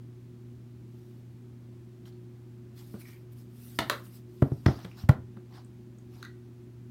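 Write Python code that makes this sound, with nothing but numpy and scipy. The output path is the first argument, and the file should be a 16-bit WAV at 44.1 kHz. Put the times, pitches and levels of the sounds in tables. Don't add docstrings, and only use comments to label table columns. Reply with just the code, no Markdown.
import sys
import numpy as np
from scipy import signal
from scipy.fft import rfft, irfft
from scipy.io import wavfile
from scipy.ndimage import uniform_filter1d

SR = 44100
rng = np.random.default_rng(int(sys.argv[2]) if len(sys.argv) > 2 else 0)


def master_out(mix):
    frames = np.transpose(np.atleast_2d(mix))
    ceiling = np.clip(frames, -1, 1)
    pcm = np.round(ceiling * 32767).astype(np.int16)
    wavfile.write(sys.argv[1], SR, pcm)


N = 304376
T = np.arange(N) / SR


def undb(db):
    return 10 ** (np.asarray(db) / 20)


def unit_rms(x):
    return x / np.sqrt(np.mean(x ** 2))


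def curve_at(points, hz):
    points_hz, values = np.transpose(points)
    return np.interp(np.log(np.maximum(hz, 1)), np.log(points_hz), values)


def colour(x, spectrum, size=8192):
    gain = undb(curve_at(spectrum, np.fft.rfftfreq(size, 1 / SR)))
    cepstrum = irfft(np.log(gain))
    cepstrum[1:size // 2] *= 2
    cepstrum[size // 2 + 1:] = 0
    return signal.fftconvolve(x, irfft(np.exp(rfft(cepstrum))))[:len(x)]


def butter(x, hz, kind, order=2):
    sos = signal.butter(order, np.minimum(hz, SR / 2 - 100), kind, fs=SR, output="sos")
    return signal.sosfilt(sos, x)


def decay(t60_s):
    return np.exp(-np.log(1000) * T[:SR // 4] / t60_s)


def ring(hz, t60_s):
    return np.sin(2 * np.pi * hz * T[:SR // 4]) * decay(t60_s)


def burst(t60_s):
    envelope = decay(t60_s)
    x = rng.standard_normal(len(envelope)) * envelope
    for _ in range(4):
        whitened = irfft(np.exp(1j * np.angle(rfft(x))), len(envelope))
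        x = whitened * envelope ** 0.25
    return x / np.linalg.norm(x)


def resonance(hz, t60_s, edge_ratio):
    return butter(burst(t60_s), [hz / edge_ratio, hz * edge_ratio], "band")


def wander(rate_hz):
    hold = int(SR / rate_hz)
    steps = np.repeat(rng.standard_normal(N // hold + 1), hold)
    return unit_rms(uniform_filter1d(steps, hold)[:N])


def mottle(x, depth_db):
    cells = signal.stft(x, SR, nperseg=256)[2]
    patches = uniform_filter1d(rng.standard_normal(cells.shape), size=9, axis=1)
    patches = uniform_filter1d(patches, size=3, axis=0)
    gain = unit_rms(undb(depth_db * unit_rms(patches)))
    return signal.istft(cells * gain, SR)[1][:len(x)]


def add(track, start_s, x):
    i = int(start_s * SR)
    track[i:i + len(x)] += x[:N - i]


# frequency in Hz, gain in dB.
ROOM_SPECTRUM = [(60, -8.5), (140, -11.5), (300, 1.5), (700, 2), (1600, -4), (4000, 0), (7000, -3),
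                 (15000, -5)]
# frequency in Hz, t60 in seconds.
ROOM_DECAY = [(100, 0.47), (500, 0.22), (1500, 0.26), (4000, 0.19), (12000, 0.18)]

def in_room(x, wet_db, gap_s=0.0015, build_s=0.011):
    t = T[:SR // 2]
    hz, age_s, cells = signal.stft(rng.standard_normal(len(t)), SR, nperseg=256)
    decay_db = -60 * age_s / curve_at(ROOM_DECAY, hz)[:, None]
    tail = signal.istft(cells * undb(decay_db), SR)[1][:len(t)]
    tail *= np.clip((t - gap_s) / build_s, 0, 1)
    response = undb(wet_db) * colour(tail / np.linalg.norm(tail), ROOM_SPECTRUM)
    response[0] += 1
    return signal.fftconvolve(x, response)[:N]


# harmonic number, rms level in dB.
HUM_HARMONICS = [(1, -48.5), (2, -59.5), (3, -60)]
# frequency in Hz, relative level in dB.
AIR_SPECTRUM = [(20, -23), (45, -10.5), (82, -0.5), (105, -4), (210, 0), (270, -5.5), (370, -3),
                (420, -15.5), (510, -20), (1000, -26), (2200, -31), (5000, -36.5), (11000, -42),
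                (15500, -41.5)]

def fan(hum_hz=120, waver_db=0.965, air_db=-54.5):
    hum = np.zeros(N)
    for harmonic, db in HUM_HARMONICS:
        amplitude = np.sqrt(2) * undb(db + waver_db * harmonic * wander(7.3))
        hum += amplitude * np.sin(2 * np.pi * (harmonic * hum_hz * T + rng.random()))
    air = unit_rms(colour(rng.standard_normal(N), AIR_SPECTRUM))
    return hum + undb(air_db) * air


# frequency in Hz, relative level in dB.
RUB_SPECTRUM = [(400, -8), (750, 7.5), (1400, 2.5), (2400, -3.5), (3500, -1.5), (5000, 0), (7000, -10.5),
                (10000, -17)]
HISS_SPECTRUM = [(3000, -3), (6000, -14), (8500, 1.5), (10500, 0), (13500, 5.5), (15500, -1), (16500, -12)]
# peak time in seconds, fade time in seconds, level in dB, pressure from 0 to 1.
SLIDE_STROKES = [(1.05, 0.2, -78, 0.3), (2.074, .025, -65, 0.5), (2.79, 0.042, -60.5, 0.34),
                 (2.901, 0.15, -66.5, 0.25), (3.008, .025, -60, 0), (3.095, 0.088, -63.5, .24),
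                 (3.328, 0.013, -69, 0), (3.394, 0.061, -69, 0.24), (3.681, 0.16, -61, 0.1),
                 (3.919, 0.12, -62, 0.28), (4.057, 0.042, -64, 0.03), (4.145, 0.053, -63, 0.17),
                 (4.48, 0.27, -70.5, 0.3), (4.699, 0.048, -57.5, 1), (4.787, 0.14, -63.5, 0.8),
                 (4.997, 0.052, -60.5, .6), (5.557, 0.057, -65, 0.91), (6.179, 0.098, -69.5, 0.63)]

def slides(grain_db=1.0, catch_db=0.56, rise_ratio=0.71):
    slips = undb(grain_db * wander(450) + catch_db * wander(35))
    from_peak_s = T[:int(SR * 0.8)] - 0.4
    out = np.zeros(N)
    for peak_s, fade_s, db, pressure in SLIDE_STROKES:
        width_s = fade_s * np.where(from_peak_s < 0, rise_ratio, 1)
        swell = np.exp(-(from_peak_s / width_s) ** 2)
        tilt_db_per_octave = 7 - 10 * pressure
        tilted = [(hz, rub_db + tilt_db_per_octave * np.log2(hz)) for hz, rub_db in RUB_SPECTRUM]
        rub = unit_rms(colour(rng.standard_normal(len(swell)), tilted))
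        hiss = unit_rms(colour(rng.standard_normal(len(swell)), HISS_SPECTRUM))
        balance = undb(-4 + 14 * pressure)
        add(out, peak_s + from_peak_s[0], undb(db) * swell * (rub * balance + hiss / balance))
    return mottle(out * unit_rms(slips), depth_db=3)


# frequency in Hz, gain in dB.
SNAP_SPECTRUM = [(300, -53), (1200, 15), (4000, -2.5), (5200, -5), (9000, -6), (13500, -5), (16000, -7)]

def tap(hz, t60_s, snap_db):
    fundamental = resonance(hz, t60_s, edge_ratio=1.12)
    overtone = resonance(min(3.3 * hz, 14000), t60_s, edge_ratio=1.12)
    snap = colour(burst(t60_s), SNAP_SPECTRUM)
    onset = np.minimum(T[:SR // 4] / (0.12 * t60_s), 1)
    return onset * (19 * fundamental + 0.7 * overtone + undb(snap_db) * snap)


# start in seconds, level in dB, centre in Hz, t60 in seconds.
TOUCHES = [(2.054, -41, 3480, 0.039), (2.123, -54, 4070, 0.027), (2.774, -41.5, 3580, 0.065),
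           (2.939, -39.5, 1390, 0.017), (2.945, -35, 630, .06), (3.084, -36, 2030, 0.063),
           (4.065, -46.5, 3080, 0.018), (4.662, -22, 4960, 0.026), (4.913, -40.5, 2570, 0.018),
           (5.37, -44, 1454, 0.019), (5.646, -50.5, 8300, 0.02), (5.984, -49.5, 7300, 0.03)]

def ticks():
    out = np.zeros(N)
    for start_s, db, hz, t60_s in TOUCHES:
        add(out, start_s, undb(db) * tap(hz, t60_s, snap_db=6))
    return out


def grip(start_s=3.014, length_s=0.17, slips_per_s=27, jitter_s=0.0024, scatter_db=2, fade_db_per_s=20):
    out = np.zeros(N)
    for age_s in np.arange(0, length_s, 1 / slips_per_s):
        slip_s = start_s + age_s + rng.normal(0, jitter_s)
        db = rng.normal(-36, scatter_db) - fade_db_per_s * age_s
        add(out, slip_s, undb(db) * tap(hz=2130, t60_s=0.072, snap_db=0))
    return out


# start in seconds, level in dB.
CLICK_HITS = [(6.2272, 0.5), (6.2490, -5)]
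# centre in Hz, level in dB, t60 in seconds, ratio of band edge to centre.
HOLLOW_MODES = [(1510, -2, 0.022, 1.094), (1920, -6, 0.37, 1.035), (3960, -10.5, .06, 1.08),
                (6350, -20.5, 0.034, 1.06)]

def clicks(snap_db=-25):
    out = np.zeros(N)
    for start_s, db in CLICK_HITS:
        hollow = sum(undb(mode_db) * resonance(hz, t60_s, edge_ratio)
                     for hz, mode_db, t60_s, edge_ratio in HOLLOW_MODES)
        snap = colour(burst(0.025), SNAP_SPECTRUM)
        add(out, start_s, undb(db) * (hollow + undb(snap_db) * snap))
    return out


# frequency in Hz, relative level in dB, t60 in seconds before damping.
PALETTE_MODES = [(240, -9, .04), (382, -7, .035), (580, -1, .03), (705, -2, .035), (1032, -4, .03),
                 (1232, -4, .035), (1375, -1, .045), (1560, -5, .03), (1710, -5, .035), (1950, -1, .035),
                 (2432, -7, .035), (3075, -5, .03), (3322, -4, .03), (3785, -6, .03), (4040, -6, .035),
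                 (4420, -6, .025), (6350, -17, .02)]
# frequency in Hz, gain in dB.
CRUNCH_SPECTRUM = [(70, -23), (200, 7.5), (420, 5), (620, 6.5), (870, 2.5), (1400, 1.5), (2000, 2.5),
                   (2600, -4.5), (3400, 2), (4400, 1), (5600, -7.5), (7500, -4), (14000, 9)]

def palette_blow(cutoff_hz, pitch_ratio=1.0, damping=0.66, modes_db=-26, crunch_db=4):
    modes = sum((-1) ** k * undb(db) * ring(hz * pitch_ratio, t60_s * damping)
                for k, (hz, db, t60_s) in enumerate(PALETTE_MODES))
    crunch = colour(burst(0.0308), CRUNCH_SPECTRUM)
    return butter(undb(modes_db) * modes + undb(crunch_db) * crunch, cutoff_hz, "low")


# base frequency in Hz, level in dB, ring time ratio.
TABLE_MODES = [(90, -13, 1.1), (132, 1, 1.0), (208, -8, .7), (268, -8, .8), (335, -9, .75)]
# centre in Hz, t60 in seconds, level in dB for a 0 dB blow.
CLUNK_MODES = [(680, 0.077, 12), (1040, 0.04, 7.5)]

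def table_thump(blow_db, push_s, pitch_ratio, clunk_db_per_db=0.27):
    push = np.sin(np.pi * np.minimum(T[:SR // 50] / push_s, 1))
    ring_s = 0.093 / (1 + 0.74 * undb(blow_db))
    modes = sum(undb(db) * ring(hz * pitch_ratio, ratio * ring_s) for hz, db, ratio in TABLE_MODES)
    thump = signal.fftconvolve(modes, push / push.sum())[:len(modes)]
    clunk = sum(undb(db + clunk_db_per_db * blow_db) * resonance(hz, t60_s, edge_ratio=1.35)
                for hz, t60_s, db in CLUNK_MODES)
    return undb(blow_db) * (butter(thump, 81, "high", order=3) + clunk)


# start in seconds, thump level in dB, push time in seconds,
# table pitch ratio, contact level in dB, contact cutoff in Hz, relative snap level in dB.
PALETTE_KNOCKS = [(2.9394, -30, 0.0019, 1.6, -17, 800, -30), (4.4209, -7.5, 0.0018, 1.03, 3.5, 800, -28.5),
                  (4.5165, -18, 0.0021, 1.06, -14.5, 756, -38), (4.6604, -7, 0.0016, 0.9, 1, 2180, -32),
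                  (4.6821, -10.5, 0.0023, .97, -1.5, 1180, -33),
                  (4.8467, -31.5, 0.0017, 1.37, -21.5, 4930, -25),
                  (5.0340, -20.5, 0.0045, 0.78, -32, 1500, -18),
                  (5.0897, 0.5, 0.0038, 1.06, 2.5, 1760, -14.5),
                  (5.3675, -39.5, 0.0017, 1.62, -25.5, 1400, -32)]

def knocks(weight_lag_s=0.0019, settle_s=0.003, rattle_db=-5):
    out = np.zeros(N)
    for start_s, thump_db, push_s, pitch_ratio, contact_db, cutoff_hz, snap_db in PALETTE_KNOCKS:
        thump = table_thump(thump_db, push_s, pitch_ratio)
        add(out, start_s + weight_lag_s, in_room(thump, wet_db=-12.5))
        for lag_s, edge_db, brightness in ((0, -4, 1), (settle_s, 0, 0.72)):
            snap = colour(burst(0.0095) + undb(rattle_db) * burst(0.1), SNAP_SPECTRUM)
            contact = palette_blow(cutoff_hz * brightness) + undb(snap_db) * snap
            add(out, start_s + lag_s, undb(contact_db + edge_db) * in_room(contact, wet_db=-9.5))
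    return out


# start in seconds, level in dB, contact cutoff in Hz, relative snap level
# in dB, palette pitch ratio, relative flex level in dB, low cut in Hz.
LID_CLACKS = [(3.7886, 0, 4900, -14.5, 0.924, -26, 80), (3.8978, -1.5, 4340, -1, 1.03, -38, 442)]

def lid(second_edge_s=0.003):
    out = np.zeros(N)
    flex = butter(ring(139, 0.13) + 0.54 * ring(213, 0.067), 74, "high", order=4)
    for start_s, db, cutoff_hz, snap_db, pitch_ratio, flex_db, low_cut_hz in LID_CLACKS:
        for lag_s, edge_db, brightness in ((0, 0, 1), (second_edge_s, -2.5, 0.64)):
            snap = brightness * colour(burst(0.0162), SNAP_SPECTRUM)
            body = butter(palette_blow(cutoff_hz * brightness, pitch_ratio), low_cut_hz, "high")
            clack = body + undb(snap_db) * snap + undb(flex_db) * flex
            add(out, start_s + lag_s, undb(db + edge_db) * in_room(clack, wet_db=-3.5))
    return out


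def scene():
    mix = lid() + knocks() + in_room(ticks() + grip() + clicks(), wet_db=-3) + slides() + fan()
    return mix[None]


def record(dry):
    return signal.sosfilt(signal.ellip(10, 0.2, 80, 16000, fs=SR, output="sos"), dry)


dry = scene()
out = record(dry)
master_out(out)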